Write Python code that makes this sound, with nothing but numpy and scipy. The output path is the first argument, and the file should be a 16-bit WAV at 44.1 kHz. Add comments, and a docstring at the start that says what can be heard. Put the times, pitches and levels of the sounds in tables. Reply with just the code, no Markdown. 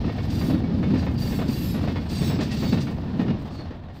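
"""Passenger train passing on open track.

The last coaches go by a few metres away. Each bogie swells the rumble and the roar of rough steel
rolling on the rail; wheels knock and the running gear rattles. Some wheels scrape the rail and sing,
their pitch lowered by the Doppler effect as they pass. All eases after the last car."""
import sys
import numpy as np
from scipy import signal
from scipy.fft import rfft, irfft
from scipy.io import wavfile
from scipy.ndimage import uniform_filter1d, map_coordinates

SR = 44100
rng = np.random.default_rng(int(sys.argv[2]) if len(sys.argv) > 2 else 0)


def wav_record(signal):
    """Record a signal, one row per channel, as 16-bit PCM in the file named by sys.argv[1]."""
    frames = np.transpose(np.atleast_2d(signal))
    bounded = np.clip(frames, -1, 1)
    # unit amplitude maps onto the largest positive 16-bit level
    quanta = np.round(bounded * 32767).astype(np.int16)
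    wavfile.write(sys.argv[1], SR, quanta)


N = 176400
TIME, FREQ = np.arange(N) / SR, np.fft.rfftfreq(N, 1 / SR)
DOPPLER_FALL_PER_S = 0.29


# Vibration of coach bodies and bogies. Each row: time in seconds, relative level in dB.
COACH_LEVEL = [(0.0, -24), (0.07, -28), (0.93, -30), (0.96, -26), (1.61, -33), (1.65, -28.5), (3.5, -36),
               (4.0, -42)]
BOGIE_LEVEL = [(0.0, -33), (0.05, -22.5), (0.14, -33), (0.56, -19), (0.59, -24.5), (0.96, -20.5),
               (0.98, -25.5), (2.0, -27), (2.04, -33.5), (2.23, -22), (2.54, -27), (2.75, -21.5),
               (2.82, -25.5), (3.02, -31.5), (3.31, -20.5), (3.38, -32), (3.95, -44.5), (4.0, -39)]
# Their spectra. Each row: frequency in Hz, gain in dB.
COACH_SPECTRUM = [(15, -57), (35, -29), (48, -9), (60, -5), (85, 2), (110, -4), (160, -12.5), (400, -73)]
BOGIE_SPECTRUM = [(50, -45), (95, -9.5), (140, 1.5), (245, -1), (300, -6.5), (400, -15.5), (550, -24),
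                  (1500, -81.5)]

def rumble():
    """Structural vibration: the coach bodies drone and each passing bogie swells the rumble."""
    coaches = steadied(noise(COACH_SPECTRUM), window_s=0.43) * level(COACH_LEVEL)
    bogies = steadied(noise(BOGIE_SPECTRUM), window_s=0.082) * level(BOGIE_LEVEL)
    return coaches + bogies * amp(-0.5)


# Rolling roar, treble sizzle and faint top fizz. Each row: time in seconds, relative level in dB.
ROAR_LEVEL = [(0.0, -40.5), (0.31, -39.5), (0.49, -37), (1.21, -40), (1.61, -42.5), (2.21, -39),
              (2.33, -42.5), (2.73, -41), (2.93, -40.5), (3.25, -39), (3.88, -45), (4.0, -47.5)]
SIZZLE_LEVEL = [(0, -44.5), (.4, -44), (.72, -47), (1.0, -41.5), (1.13, -49), (1.9, -40), (2.05, -46),
                (2.3, -38), (2.8, -40.5), (3.0, -52), (3.22, -48.5), (3.45, -51.5), (3.6, -54), (3.72, -56),
                (3.86, -72), (4, -49.5)]
FIZZ_LEVEL = [(0, -72), (.15, -65), (.6, -66), (.7, -77), (.83, -64), (1.1, -61), (1.85, -56.5),
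              (2.05, -65), (2.85, -57), (3.0, -66.5), (3.12, -73.5), (3.21, -63.5), (3.35, -84),
              (3.41, -64), (3.62, -74), (3.75, -78), (3.89, -82), (4, -76)]
# Their spectra. Each row: frequency in Hz, gain in dB.
ROAR_SPECTRUM = [(150, 9.5), (400, -3.5), (650, 2.5), (1000, -4), (1400, -10), (2500, -18), (4000, -18),
                 (6000, -34.5), (16000, -73)]
SIZZLE_SPECTRUM = [(1000, -4.5), (2800, 0.5), (4000, -0.5), (4600, 1.5), (5300, -3.5), (6500, -17.5),
                   (8200, -28.5), (10000, -42), (15500, -47)]
FIZZ_SPECTRUM = [(4500, -16), (6300, 6), (8100, 5.5), (10300, -2.5), (11800, -2), (15500, 7.5)]

def rolling():
    """Roughness excitation: steel rolling on steel drives the rail over a broad band."""
    roar = (rattle() * amp(-4.5) + noise(ROAR_SPECTRUM, rail())) * level(ROAR_LEVEL)
    sizzle = noise(SIZZLE_SPECTRUM, rail()) * level(SIZZLE_LEVEL) * amp(-6)
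    fizz = noise(FIZZ_SPECTRUM) * level(FIZZ_LEVEL) * flutter(depth_db=2, rate_hz=35)
    return (roar + sizzle + fizz) * flutter(depth_db=1.5, rate_hz=30)


def rattle(taps_per_s=110, spread_db=2):
    """Poisson impacts: loose running gear taps at random, each tap a decaying burst of noise."""
    taps = (rng.random(N) < taps_per_s / SR) * amp(spread_db * rng.random(N))
    shake = signal.fftconvolve(taps, burst(0, rise=1 / SR, hold=0, t60=0.031))[:N]
    return shaped(shake * rng.standard_normal(N), colour(ROAR_SPECTRUM) * rail())


# Peaks and dips of the rail's response. Each row: frequency in Hz, width in Hz, gain in dB.
RAIL_RESONANCES = [(1788, 100, 4), (2215, 37, -3), (2694, 67, 2.5), (3930, 160, -2), (4600, 170, -1.5)]

def rail():
    """Resonance: the rail lifts some narrow bands and weakens others."""
    return amp(sum(db / (1 + (2 * (FREQ - hz) / width) ** 2) for hz, width, db in RAIL_RESONANCES))


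# Wheel impacts. Each row: start in seconds, relative level in dB, thud offset in dB,
# time for the clank to decay by 60 dB in seconds.
IMPACTS = [(0.038, -28.5, 13, 0.093), (.076, -28.5, 9, 0.074), (0.094, -26.5, -6, 0.042),
           (.18, -26, -4, 0.075), (.408, -25.5, 8.5, 0.25), (.499, -26.5, -12, 0.073),
           (0.543, -30, 18, 0.1), (0.635, -32.5, 5, .1), (0.828, -23.5, 1, 0.17), (.9, -33, 21, 0.12),
           (0.935, -26, 17.5, .14), (.954, -33.5, 20, 0.48), (1.024, -32.5, 19, 0.17),
           (1.063, -24.5, -1, 0.16), (1.256, -32, 10, .12), (1.32, -27.5, -9, 0.26),
           (1.388, -25.5, 7, 0.15), (1.414, -26.5, 9, .14), (1.487, -29.5, 17, 0.14),
           (1.742, -28.5, 15, 0.43), (1.83, -27, 15, 0.24), (1.874, -25.5, 8, .16), (1.957, -25, -10, 0.22),
           (2.216, -26, 8, 0.1), (2.297, -23.5, 6, 0.32), (2.389, -25, 14, 0.1), (2.409, -24, -7, .18),
           (2.623, -24, 0, 0.15), (2.654, -33, 13, .14), (2.723, -20.5, 14, .15), (2.771, -27, 13, 0.21),
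           (2.868, -27.5, 3, 0.21), (2.918, -36.5, 12.5, 0.045), (3.034, -35.5, -12, .08),
           (3.132, -36, -3, 0.36), (3.193, -25, 14.5, 0.22), (3.28, -26.5, -1, 0.06),
           (3.3, -28, 15.5, 0.089), (3.587, -34.5, 9, 0.33), (3.706, -34, 6, 0.18), (3.896, -38.5, -4, .13)]
# Spectrum of the clank. Each row: frequency in Hz, gain in dB.
CLANK_SPECTRUM = [(150, -42), (400, 10.5), (800, 1.5), (1300, -4), (2300, -11), (4400, -15.5), (6500, -32),
                  (10000, -60), (16000, -49)]

def knocks(thud_hz=232.3, thud_spread=0.17):
    """Impact excitation: a wheel strikes, giving a clank in the rail and a thud in the track bed."""
    out, steel = np.zeros(N), noise(CLANK_SPECTRUM, rail())
    for start, db, thud_db, t60 in IMPACTS:
        at = slice(int(start * SR), int(start * SR) + SR // 2)
        t = TIME[at] - start
        clank = steel[at] * envelope(t, rise=0.0015, hold=0.0088, t60=t60)
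        hz = thud_hz * np.exp(thud_spread * rng.standard_normal())
        thud = np.sin(2 * np.pi * hz * t) * envelope(t, rise=0.0049, hold=0.0049, t60=0.058)
        out[at] += clank * amp(db - 8) + thud * amp(db + thud_db - 3)
    return out


# Natural modes of a wheel. Each row: frequency in Hz, relative level in dB.
WHEEL_MODES = [(1870, -2), (2230, -1), (2520, -2.5), (2760, -2.5), (3620, 2.5), (3980, 4.5), (4700, 4.5),
               (5220, -5.5), (5650, -4), (6100, -7.5), (6600, -7), (7500, -16), (8250, -12.5), (9800, -18)]

def ringing(fall_per_s=0.15, spread=0.02, rolloff_hz=2620):
    """Free vibration: each knock leaves the lower wheel modes ringing briefly, sinking in pitch."""
    out, t = np.zeros(N + SR), TIME[:SR // 2]
    glide = np.cumsum(np.exp(-fall_per_s * t)) / SR
    fade = envelope(t, rise=0.008, hold=0, t60=0.28)
    for start, db, _, _ in IMPACTS:
        for hz, mode_db in WHEEL_MODES[:8]:
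            detune, sine, cosine = rng.standard_normal(3)
            phase = 2 * np.pi * hz * (1 + spread * detune) * glide
            gain = amp(db + mode_db - 19) / (1 + (hz / rolloff_hz) ** 4)
            out[int(start * SR):][:len(t)] += gain * fade * (sine * np.sin(phase) + cosine * np.cos(phase))
    return out[:N]


def wheel(spread=0.012, relative_width=0.008):
    """Modal response: a sum of narrow resonances, with no two wheels tuned quite alike."""
    tuning = 1 + spread * rng.standard_normal(len(WHEEL_MODES))
    return sum(amp(db) / (1 + (2 * (FREQ / (hz * ratio) - 1) / relative_width) ** 2)
               for (hz, db), ratio in zip(WHEEL_MODES, tuning))


# Flange contacts. Each row: start in seconds, length in seconds, level in dB,
# hiss offset in dB, singing offset in dB.
FLANGE_CONTACTS = [(.215, 0.023, -51.5, -3, -7), (0.292, 0.21, -46, -5, -1.5),
                   (.97, 0.038, -50.5, -9, -0.5), (1.172, 0.21, -46, -1, -2), (1.473, 0.24, -45, -1, -4),
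                   (2.085, 0.21, -43, -6, -1.5), (2.399, 0.045, -40.5, -16, -11),
                   (2.508, 0.016, -36.5, -11, -9), (2.556, .19, -45, -12, -1.5),
                   (2.802, 0.0096, -40, -13, -7), (3.5, 0.093, -57.5, -13, -1), (3.926, 0.078, -66, 0, -8)]
# Spectra of the rub and its top hiss. Each row: frequency in Hz, gain in dB.
RUB_SPECTRUM = [(900, -13), (1800, -3), (3000, -1), (4600, 5.5), (5500, -2), (6800, -8.5), (8200, -9),
                (10000, -23.5), (16000, -34)]
HISS_SPECTRUM = [(4000, -28), (7000, -2), (9500, -4), (10800, -7.5), (12200, -2), (14000, 3), (15500, 1.5)]

def scrapes(mode_gap_hz=170, ripple_db=3.8, sag_db_per_s=22):
    """Sliding friction: a flange rubs the rail, and the gritty rub sags as the wheel modes sing."""
    out, friction = np.zeros(N), noise(RUB_SPECTRUM, rail() ** 1.4)
    modes_hz = np.arange(0, SR / 2, mode_gap_hz)
    for start, length, db, hiss_db, sing_db in FLANGE_CONTACTS:
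        ripple = amp(ripple_db * np.interp(FREQ, modes_hz, rng.standard_normal(len(modes_hz))))
        sag_db = sag_db_per_s * np.maximum(TIME - start, 0)
        rub = friction * burst(start, rise=0.012, hold=length, t60=0.14)
        hiss = passing(colour(HISS_SPECTRUM) * ripple, start)
        hiss *= burst(start, rise=0.038, hold=length, t60=0.25)
        sing = passing(wheel(), start) * burst(start, rise=min(0.075, length / 2), hold=length, t60=0.44)
        out += rub * amp(db - sag_db) + hiss * amp(db + hiss_db) + sing * amp(db + sing_db)
    return out * flutter(depth_db=0.94, rate_hz=60)


def passing(gain, start, settle_s=0.08):
    """Doppler effect: filtered noise eases into a steady fall in pitch as the wheel draws level."""
    t = TIME[:SR]
    pitch = np.exp(-DOPPLER_FALL_PER_S * (t - settle_s * (1 - np.exp(-t / settle_s))))
    emitted = shaped(rng.standard_normal(N), gain)[:SR]
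    heard = map_coordinates(emitted, [np.cumsum(pitch)], order=3, mode="mirror")
    return placed(heard, start)


# Singing wheel modes. Each row: time of the peak in seconds, Gaussian width in seconds,
# frequency in Hz, level in dB.
WHISTLES = [(.41, .06, 4740, -50), (0.453, .06, 13850, -61), (.47, .06, 10020, -62),
            (1.239, 0.041, 4630, -41.5), (1.52, .03, 4650, -46.5), (1.57, .04, 11850, -53),
            (1.261, 0.11, 2794, -57), (1.269, .06, 1773, -53), (1.366, .06, 7680, -60),
            (1.6, 0.05, 2764, -51), (1.621, .07, 1814, -58), (1.63, 0.052, 13650, -56),
            (1.675, .065, 11600, -48.5), (1.69, 0.041, 5160, -51), (1.711, .04, 3800, -56),
            (1.7, .05, 7260, -58.5), (2.24, 0.076, 8100, -49), (2.182, 0.042, 4670, -45),
            (2.28, .06, 5410, -48.5), (2.25, 0.06, 6450, -57), (2.28, 0.045, 15150, -50),
            (2.535, 0.021, 1890, -45.5), (2.535, 0.016, 2720, -46), (2.662, .06, 7300, -60),
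            (2.647, .05, 14900, -54), (2.67, 0.063, 4530, -45), (2.67, 0.039, 5320, -61),
            (3.6, 0.036, 4350, -50.5)]

def squeals(core_width=0.008, skirt_width=0.045):
    """Narrowband resonance: single wheel modes swell into rough whistles with a Doppler glide."""
    out = np.zeros(N)
    for peak, width, hz, db in WHISTLES:
        at = abs(TIME - peak) < 4 * width
        t = TIME[at] - peak
        glide_hz = hz * np.exp(-DOPPLER_FALL_PER_S * np.clip(t, -2 * width, 2 * width))
        carrier = np.exp(2j * np.pi * np.cumsum(glide_hz) / SR)
        offset = np.fft.fftfreq(SR, 1 / SR) / hz  # as a fraction of the mode frequency
        core = unit(1 / (1 + (offset / core_width) ** 4))
        skirt = unit(1 / (1 + (offset / skirt_width) ** 4)) * amp(-4)
        white = rng.standard_normal(SR) + 1j * rng.standard_normal(SR)
        roughness = np.fft.ifft(np.fft.fft(white) * (core + skirt))
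        whistle = unit((np.resize(roughness, len(t)) * carrier).real)
        out[at] += whistle * amp(db) * np.exp(-0.5 * (t / width) ** 2)
    return out


def amp(db):
    """Decibels to gain."""
    return 10 ** (np.asarray(db) / 20)


def unit(x):
    """Normalisation to rms 1."""
    return x / np.sqrt(np.mean(x ** 2) + 1e-20)


def level(curve):
    """Gain interpolated over time."""
    return amp(np.interp(TIME, *np.transpose(curve)))


def colour(spectrum):
    """Gain interpolated over log frequency."""
    hz, db = np.transpose(spectrum)
    return amp(np.interp(np.log(FREQ + 1), np.log(hz), db))


def shaped(x, gain):
    """Linear filtering by a gain over frequency, at rms 1."""
    return unit(irfft(rfft(x) * gain, N))


def noise(spectrum, resonance=1):
    """White noise filtered by a spectrum table and a resonant response."""
    return shaped(rng.standard_normal(N), colour(spectrum) * resonance)


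def flutter(depth_db, rate_hz):
    """Amplitude modulation: a gain that wanders at random up to a rate."""
    return amp(depth_db * shaped(rng.standard_normal(N), 1 / (1 + (FREQ / rate_hz) ** 4)))


def steadied(x, window_s):
    """Division by the running rms evens out slow swells."""
    return x / np.sqrt(abs(uniform_filter1d(x ** 2, int(window_s * SR))) + 1e-9)


def envelope(t, rise, hold, t60):
    """Linear attack, hold and exponential decay, timed in seconds."""
    return np.clip(t / rise, 0, 1) * np.exp(-np.log(1000) * np.maximum(t - hold, 0) / t60)


def placed(x, start):
    """Delay to a start time in seconds."""
    return np.pad(x, (int(start * SR), N))[:N]


def burst(start, rise, hold, t60):
    """The envelope of one event at its start time."""
    return placed(envelope(TIME[:SR], rise, hold, t60), start)


def scene():
    """Superposition: all sources add at one microphone beside the track."""
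    return (rumble() + rolling() + knocks() + ringing() + scrapes() + squeals())[None]


def record(dry, fade_s=0.005, cutoff_hz=15600):
    """Band limiting: a low-pass filter removes the highest treble, and the ends fade softly."""
    ends = np.sin(np.pi / 2 * np.clip(np.minimum(TIME, TIME[::-1]) / fade_s, 0, 1)) ** 2
    lowpass = signal.firwin(511, cutoff_hz, window=("kaiser", 9), fs=SR)
    return signal.oaconvolve(dry * ends, lowpass[None], "same")


dry = scene()
out = record(dry)
wav_record(out)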